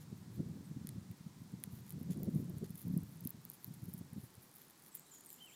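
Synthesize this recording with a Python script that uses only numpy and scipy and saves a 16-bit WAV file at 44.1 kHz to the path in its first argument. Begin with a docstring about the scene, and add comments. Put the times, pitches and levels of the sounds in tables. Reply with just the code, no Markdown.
"""Sharp little ticks over low, uneven bumps: a dragonfly chews a fly in a quiet garden,
a few centimetres from the microphone of a hand-held camera. Its jaws snap the dry shell,
with fine crackle and short rasps in between. The hand knocks and rubs on the camera's case.
A nearer bird gives one clean, dry chirp early on; near the end come a whistle and rough,
echoing chirps from far off. Faint air and microphone hiss lie under it all."""
import sys
import numpy as np
from scipy import signal
from scipy.fft import rfft, irfft
from scipy.io import wavfile
from scipy.ndimage import uniform_filter1d

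SR = 44100
rng = np.random.default_rng(int(sys.argv[2]) if len(sys.argv) > 2 else 0)


def digitize_waveform(pressure):
    """Quantize a signal to 16-bit integers and store it at the path in sys.argv[1].

    Rows of a 2-D input are taken as channels; values are limited to [-1, 1].
    """
    field = np.atleast_2d(pressure).T
    bounded = np.clip(field, -1, 1)
    quanta = np.round(bounded * 32767).astype(np.int16)
    wavfile.write(sys.argv[1], SR, quanta)


N = 244755
TIME = np.arange(N) / SR

# Loud snaps, centimetres from the microphone; body and top are relative to the shell's middle register.
# start_s, level_db, body_db, top_db
SNAPS = [(.871, -37.5, -7, 1), (.8908, -36, -9, -9), (1.114, -50, -6, 6), (1.6382, -29.5, -11, -3.5),
         (1.8944, -43, -22, 7), (1.9054, -38, -14, 2), (1.9238, -44.5, -15, 4), (2.0315, -48, -14, 14),
         (2.11, -46, -13, -3), (2.2322, -36, -16.5, 11), (2.4974, -47, -24, 10), (2.5835, -46, -16, 0),
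         (2.7055, -45, -16, 3), (2.7558, -43, -12, -3), (2.776, -50, -17, 2), (2.7933, -47.5, -18, 1),
         (2.8165, -42.5, -24, 5), (2.881, -45, -26, 6), (2.9758, -38, -19.5, 2), (3.0333, -49, -13, 11),
         (3.2075, -43, -22, 10), (3.2505, -38, -15, 1), (3.2729, -28, -19.5, 15), (3.2933, -40, -24, 5),
         (3.305, -34, -30, 15), (3.4515, -37.5, -19, 10), (3.5, -34, -18, 8), (3.5165, -45, -16, 2),
         (3.5344, -50.5, -18, 6), (3.6446, -33, -14, 9.5), (3.6686, -50.5, -21, 9), (3.74, -47, -16, -7),
         (3.841, -49, -22, 8), (3.8559, -48, -20, 5), (3.938, -34.5, -21, 8.5), (3.98, -46, -17, 2),
         (3.9895, -49, -24, 5), (4.1335, -49, -22, 1), (4.3408, -54, -20, 2), (4.3525, -48.5, -20, -4),
         (4.5524, -49.5, -18, 1), (4.5601, -45.5, -25, 9), (4.568, -46, -18, 4), (4.5835, -49, -18, 4),
         (4.6175, -46, -9, 12), (4.6995, -50.5, -8, 7), (4.8385, -52, -18, 1), (4.8627, -50.5, -5, 5),
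         (4.8815, -49, -20, 9), (4.9518, -31.5, -22, 10), (4.958, -41, -24, 10), (4.9705, -43, -16, 10),
         (4.9956, -43, -22, 8), (5.1502, -52.5, -18, 0), (5.2085, -47, -18, -1), (5.249, -48, -20, 4),
         (5.2608, -42, -28, -4), (5.2915, -48, -23, 6), (5.3035, -41, -13, 8), (5.3287, -41.5, -24, 7),
         (5.3425, -45.5, -20, 8), (5.4605, -50.5, -18, 1)]
def snaps(crack_s=0.00012, crack_gain=0.28, splinter_s=0.0016, splinter_db=-24, body_trim_db=-1):
    """Each snap is one break that runs on for a fraction of a millisecond, then a faint splintering."""
    out, t = np.zeros(N), np.arange(1024) / SR
    decay = crack_gain * np.exp(-t / crack_s) + from_db(splinter_db) * np.exp(-t / splinter_s)
    for start_s, level_db, body_db, top_db in [*SNAPS, *lesser_snaps()]:
        force = rng.standard_normal(len(t)) * decay
        force[0] += 1
        body, middle, top = shell(force, spread_db=2)
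        # A smaller break is thinner: its body begins an octave higher for each 4.5 dB it loses.
        lowest_hz = np.clip(238 * 2 ** (-body_db / 4.5), 500, 6500)
        body = signal.sosfilt(signal.butter(3, lowest_hz, "high", fs=SR, output="sos"), body)
        body, middle, top = (unit_crest(part, samples=44) for part in (body, middle, top))
        bright = unit_crest(middle + from_db(top_db) * top, samples=30)
        tick = bright + from_db(body_db + body_trim_db) * body
        add(out, start_s, from_db(level_db) * tick)
    return out


# Resonances of the fly's dry shell, in three registers: centre_hz, width_hz, gain_db
SHELL_BODY = [(1920, 430, -2), (3450, 490, -0.5), (4320, 690, -2), (7080, 1000, 0.5)]
SHELL_MIDDLE = [(9100, 980, -1.9), (10300, 1600, -0.6)]
SHELL_TOP = [(12440, 750, 0.93), (14370, 2230, 1), (15040, 1550, 0.086)]
def shell(force, spread_db=0, split_hz=8300):
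    """The shell rings under a force; returns its low body, middle and top registers."""
    low = signal.sosfilt(signal.butter(3, split_hz, "low", fs=SR, output="sos"), force)
    high = signal.sosfilt(signal.butter(3, split_hz, "high", fs=SR, output="sos"), force)
    return (resonate(low, SHELL_BODY, spread_db),
            resonate(high, SHELL_MIDDLE, spread_db),
            resonate(high, SHELL_TOP, spread_db))


# Vigour of the chewing, heard close up as the level of its crackle: time_s, level_db
CHEWING = [(0, -81.5), (1.35, -79), (1.75, -73.5), (2.6, -75), (2.93, -73.5), (3.4, -76), (3.9, -73),
           (4.07, -76), (4.3, -71.5), (4.5, -75.5), (4.85, -71.5), (5.06, -72.5), (5.3, -71.5),
           (5.55, -73.5)]
def crackle(breaks_per_s=750, clump_db=3.5, stroke_db=4.5, middle_db=-5, body_db=-12):
    """The shell crumbles finely, in clumps that swell and sink with the uneven strokes of the jaws."""
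    force = fractures(breaks_per_s * from_db(clump_db * drift(per_s=40)), size_db=3)
    body, middle, top = map(unit_rms, shell(force))
    grains = top + from_db(middle_db) * middle + from_db(body_db) * body
    strokes = from_db(stroke_db * drift(per_s=22))
    return from_db(curve(CHEWING)) * unit_rms(grains * strokes)


def lesser_snaps(tries=160, full_vigour_odds=1.665, over_crackle_db=17.5):
    """Chance rows like those of SNAPS: harder chewing makes more of them, and louder."""
    moment, luck = rng.random((tries, 2)).T
    start_s = moment * N / SR
    vigour_db = np.interp(start_s, *np.transpose(CHEWING))
    happens = luck < full_vigour_odds * from_db(vigour_db - vigour_db.max())
    extra_db, body_db, top_db = rng.normal([over_crackle_db, -18, -5], [3.5, 4.5, 4.5], (tries, 3)).T
    return np.transpose([start_s, vigour_db + extra_db, body_db, top_db])[happens]


def fractures(per_s, size_db):
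    """Tiny breaks at random moments: many weak, a few strong."""
    sizes = from_db(size_db * np.minimum(rng.exponential(1, N), 4))
    signs = rng.choice([-1, 1], N)
    return sizes * signs * (rng.random(N) < per_s / SR)


# Jaw scrapes, as close as the snaps: start_s, length_s, level_db, body_db, top_db
RASPS = [(0.0, 0.045, -65.5, -1, 0), (0.328, 0.058, -70, -4, 2), (1.738, 0.075, -68.5, -4, 4),
         (1.84, 0.11, -69, -2, 1), (2.096, 0.054, -59.5, -1.5, -1), (2.32, 0.12, -66.5, -14, 3),
         (2.56, 0.033, -66, -6, 3), (2.633, 0.033, -62.5, 0, 1), (2.74, 0.11, -58.5, -11.5, 4),
         (2.918, .035, -65, -12, 5), (3.232, 0.026, -64, -14, 2), (3.52, 0.044, -61.5, -14, 2),
         (3.66, 0.031, -65, -18, 0), (3.735, 0.019, -62, -7, -3), (3.828, 0.036, -66, -14, 1),
         (3.878, 0.034, -62.5, -16, 5), (3.97, 0.032, -64, -16, 0), (4.192, 0.085, -65, -18, 0),
         (4.417, 0.031, -63, -16, 7), (4.546, 0.11, -67, -5.5, 4), (4.939, 0.028, -52.5, -15, 1),
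         (5.127, .04, -66, -9, 3), (5.29, 0.072, -64, -7, 6), (5.485, .08, -70, -12, 4)]
def rasps(breaks_per_s=1500, clump_db=3.5, trim_db=0.1):
    """A jaw slides over the shell, catching and slipping: a short run of breaks that swells and fades."""
    force = fractures(breaks_per_s * from_db(clump_db * drift(per_s=250)), size_db=2.5)
    body, middle, top = map(unit_rms, shell(force))
    out = np.zeros(N)
    for start_s, length_s, level_db, body_db, top_db in RASPS:
        during = (TIME > start_s) & (TIME < start_s + length_s)
        stroke = np.sin(np.pi * (TIME[during] - start_s) / length_s) ** 0.76
        grains = unit_rms(middle + from_db(top_db) * top) + from_db(body_db) * body
        rasp = unit_rms(stroke * grains[during]) * np.sqrt(np.mean(stroke ** 2))
        out[during] += from_db(level_db + trim_db) * rasp
    return out


# Colour of handling noise, carried through the case to the microphone: frequency_hz, gain_db
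CAMERA_CASE = [(25, -43), (45, -30.5), (65, -19), (90, -6), (125, -1.5), (170, -0.5), (240, -8.5),
               (330, -17.5), (480, -30.5), (700, -42.5), (1200, -70), (2500, -106)]
# Bumps of the hand on the camera; the edge is relative to the thud: peak_s, level_db, edge_db
BUMPS = [(0.128, -38, -15.5), (.384, -38, -16), (.404, -31.5, -10.5), (.428, -37.5, -20), (.465, -40, -26),
         (.501, -39, -33), (.517, -42.5, -27), (0.718, -37.5, -31), (0.77, -36, -38), (0.819, -39, -26),
         (.852, -38, -21), (.963, -38, -31), (.984, -35.5, -33), (1.114, -40.5, -38), (1.21, -45.5, -36),
         (1.27, -38, -31), (1.42, -42.5, -28), (1.542, -35, -26), (1.679, -39.5, -18.5),
         (1.738, -40.5, -24), (1.944, -38.5, -23), (1.977, -40, -22), (2.015, -34.5, -22),
         (2.102, -31, -25.5), (2.113, -34.5, -25), (2.172, -36, -18), (2.202, -44, -8), (2.236, -33.5, -17),
         (2.279, -35.5, -7.5), (2.289, -28, -25), (2.342, -32.5, -20), (2.362, -24.5, -35),
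         (2.401, -32.5, -16), (2.425, -34.5, -19), (2.505, -36.5, -11.5), (2.545, -37, -26),
         (2.572, -38.5, -27), (2.63, -32, -8.5), (2.709, -38, -23), (2.869, -35, -24), (2.906, -32, -30),
         (2.942, -30, -27), (2.968, -26.5, -20.5), (2.986, -34.5, -29), (3.037, -44, -15.5),
         (3.26, -33, -23), (3.352, -42.5, -25), (3.685, -43, -25), (3.71, -40.5, -24), (3.832, -38, -30),
         (3.887, -38, -20.5), (3.949, -37.5, -26), (4.014, -38, -21), (4.133, -40, -29), (4.166, -37, -20),
         (4.183, -37, -25), (4.24, -43, -18), (4.381, -48, -26)]
def bumps(push_s=0.0034, rub_s=0.017, rub_db=-11, edge_s=0.01, edge_trim_db=-2, soft_bump_db=-39.5):
    """Short pushes shake the camera with a cycle or two of dull thud; hard ones add a higher edge."""
    out, t = np.zeros(N), np.arange(-2048, 2048) / SR
    for peak_s, level_db, edge_db in BUMPS:
        push, scuff = rng.standard_normal((2, len(t)))
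        push *= np.exp(-(t / push_s) ** 2) + from_db(rub_db) * np.exp(-np.abs(t) / rub_s)
        scuff *= np.exp(-(t / edge_s) ** 2)
        bass_db = soft_bump_db - level_db  # a firmer grip is stiffer and passes less bass
        thud = coloured(coloured(push, CAMERA_CASE), [(100, bass_db), (170, 0), (260, -1), (450, -7.5)])
        edge = coloured(coloured(scuff, CAMERA_CASE), [(200, -37), (360, 6.5), (700, 6)])
        thud, edge = unit_crest(thud, samples=180), unit_crest(edge, samples=441)
        bump = thud + from_db(edge_db + edge_trim_db) * edge
        add(out, peak_s + t[0], from_db(level_db) * bump)
    return out


# The grip on the camera shifts, then settles: time_s, level_db
GRIP = [(0, -54), (.3, -51.5), (.56, -43), (.67, -53), (.93, -49.5), (1.15, -60), (1.55, -55),
        (1.88, -52.5), (2.18, -41.5), (2.42, -42.5), (2.6, -49.5), (2.78, -55.5), (2.93, -47), (3.09, -52),
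        (3.52, -63.5), (3.92, -54.5), (4.2, -65.5), (4.68, -79), (5.55, -105)]
def grip_rumble(lump_db=3, soft_rub_db=-49.5, grit_db=-19.5, grit_growth=0.53, trim_db=-1):
    """Fingers rub unevenly on the case; the firmer they press, the less deep bass and the more grit."""
    grip_db = curve(GRIP)
    lumps = from_db(lump_db * np.minimum(drift(per_s=70), 1))
    rubbing = unit_rms(coloured(rng.standard_normal(N) * lumps, CAMERA_CASE))
    bass = coloured(rubbing, [(116.25, 0), (232.5, -24)])
    bass_loss = 1 - from_db(-np.maximum(grip_db - soft_rub_db, 0))
    grit_colour = [(180, -29), (330, 3), (520, -6), (760, -17), (1200, -36), (2500, -72)]
    grit = unit_rms(coloured(rng.standard_normal(N) * lumps, grit_colour))
    grit_gain = from_db(grit_db + grit_growth * (grip_db - grip_db.max()))
    return from_db(grip_db + trim_db) * (rubbing - bass_loss * bass + grit_gain * grit)


# One bird's whistle across the garden; it holds, dips and rises: time_s, pitch_hz, level_db
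WHISTLE = [(5.398, 2800, -70), (5.412, 3140, -55.5), (5.434, 3085, -54), (5.465, 2950, -66.5),
           (5.487, 2600, -62.5), (5.508, 2084, -69), (5.518, 2450, -66), (5.53, 3220, -65),
           (5.55, 3670, -68)]
# One clean, dry chirp from a nearer bird early on; rough, echoing chirps far off near the end.
# start_s, length_s, glide_s, from_hz, to_hz, level_db, roughness (0 is pure), echo_db (relative)
CHIRPS = [(0.636, 0.036, 0.017, 10030, 7850, -67.5, 0, -15), (4.912, 0.072, 0.034, 8100, 6780, -68, 1, 4),
          (4.958, 0.04, 0.022, 8730, 7480, -68.5, 1, 2), (5.034, 0.08, .04, 3750, 4020, -78.5, 1.05, 2),
          (5.077, 0.105, 0.035, 8600, 6800, -64.5, 0.7, 4), (5.112, 0.051, 0.0268, 3050, 3350, -73, 1, 1),
          (5.241, 0.115, 0.06, 8700, 6830, -65.5, 1.06, 4), (5.431, 0.115, 0.026, 8470, 7380, -67.5, 1, 2),
          (5.379, 0.024, 0.013, 2740, 3570, -65, .7, -3)]
def birds(whistle_echo_db=-5, chirp_ends_db=-9, echo_t60_s=0.5):
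    """A thin whistle and chirps that swell, glide and fade; leaves scatter the far ones into a smear."""
    time_s, pitch_hz, level_db = np.transpose(WHISTLE)
    direct = bird_note(time_s[0], time_s[-1],
                       np.interp(TIME, time_s, pitch_hz), np.interp(TIME, time_s, level_db))
    scattered = from_db(whistle_echo_db) * direct
    for start_s, length_s, glide_s, from_hz, to_hz, level_db, roughness, echo_db in CHIRPS:
        age_s = np.clip(TIME - start_s, 0, length_s)
        pitch_hz = to_hz + (from_hz - to_hz) * np.exp(-(age_s / glide_s) ** 2)
        swell_db = chirp_ends_db * (2 * age_s / length_s - 1) ** 2
        note = bird_note(start_s, start_s + length_s, pitch_hz, level_db + swell_db,
                         waver=0.025 * roughness, flutter_db=6 * roughness)
        direct += note
        scattered += from_db(echo_db) * note
    t = TIME[:SR // 2]
    echoes = rng.standard_normal(len(t)) * from_db(-60 * t / echo_t60_s)
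    return direct + signal.fftconvolve(scattered, echoes / np.linalg.norm(echoes))[:N]


def bird_note(start_s, end_s, pitch_hz, level_db, waver=0.0068, flutter_db=0.5, fade_s=0.004):
    """One nearly pure note that wavers around a given pitch and level."""
    fade = np.clip(np.minimum(TIME - start_s, end_s - TIME) / fade_s, 0, 1)
    wavering_hz = pitch_hz * (1 + waver * drift(per_s=500))
    gain = from_db(level_db + flutter_db * drift(per_s=150))
    return fade * gain * np.sin(2 * np.pi * np.cumsum(wavering_hz) / SR)


# Colour of the still garden air all round the microphone: frequency_hz, gain_db
GARDEN_AIR = [(25, -20), (60, -17), (100, -13.5), (150, 1), (200, -2), (280, -3.5), (400, -7), (600, -13.5),
              (950, -10), (1400, -14.5), (2000, -16), (2800, -20), (4200, -17), (5500, -18), (8000, -21),
              (11000, -43)]
def air_and_hiss(air_db=-66, hiss_db=-74.5):
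    """Faint steady outdoor air and the microphone's own hiss."""
    air = unit_rms(coloured(rng.standard_normal(N), GARDEN_AIR))
    hiss_colour = [(4000, -20.5), (7000, -2), (9000, 1), (12000, -2.5), (15300, -1.5), (16200, -14)]
    hiss = unit_rms(coloured(rng.standard_normal(N), hiss_colour))
    return from_db(air_db) * air + from_db(hiss_db) * hiss


def resonate(force, modes, spread_db):
    """Broad resonances in parallel, alternating in sign, their strengths scattered by spread_db."""
    out = 0
    for k, (centre_hz, width_hz, gain_db) in enumerate(modes):
        edges_hz = [centre_hz - width_hz / 2, centre_hz + width_hz / 2]
        band = signal.butter(1, edges_hz, "band", fs=SR, output="sos")
        gain = (-1) ** k * from_db(gain_db + spread_db * rng.normal())
        out = out + gain * signal.sosfilt(band, force + 1e-18)
    return out


def coloured(sound, colour):
    """Filter a sound by a smooth curve through (frequency_hz, gain_db) points."""
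    frequency_hz, gain_db = np.transpose(colour)
    bins_hz = np.maximum(np.fft.rfftfreq(len(sound), 1 / SR), 1)
    gains = from_db(np.interp(np.log(bins_hz), np.log(frequency_hz), gain_db))
    return irfft(rfft(sound) * gains, len(sound))


def drift(per_s):
    """A random wander that heads for a new value per_s times a second."""
    return np.interp(TIME * per_s, np.arange(4096), rng.standard_normal(4096))


def curve(rows):
    """Join (time_s, value) rows by straight lines."""
    return np.interp(TIME, *np.transpose(rows))


def from_db(db):
    """Decibels to gain."""
    return 10 ** (np.asarray(db) / 20)


def unit_rms(sound):
    """Scale to rms 1."""
    return sound / np.sqrt(np.mean(sound ** 2) + 1e-20)


def unit_crest(sound, samples):
    """Scale so that the loudest stretch of that many samples has an envelope of 1."""
    power = np.abs(signal.hilbert(sound)) ** 2
    return sound / np.sqrt(uniform_filter1d(power, samples).max())


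def add(out, start_s, sound):
    """Mix a short sound in at start_s."""
    at = max(round(start_s * SR), 0)
    out[at:at + len(sound)] += sound[:max(N - at, 0)]


def scene():
    """In mono: the dragonfly up close, the hand on the camera and the garden behind."""
    dragonfly = snaps() + crackle() + rasps()
    handling = bumps() + grip_rumble()
    return (dragonfly + handling + birds() + air_and_hiss())[None]


def record(dry, cutoff_hz=16200):
    """The camera cuts off the highest treble steeply."""
    return signal.sosfilt(signal.ellip(10, .2, 70, cutoff_hz, fs=SR, output="sos"), dry)


dry = scene()
out = record(dry)
digitize_waveform(out)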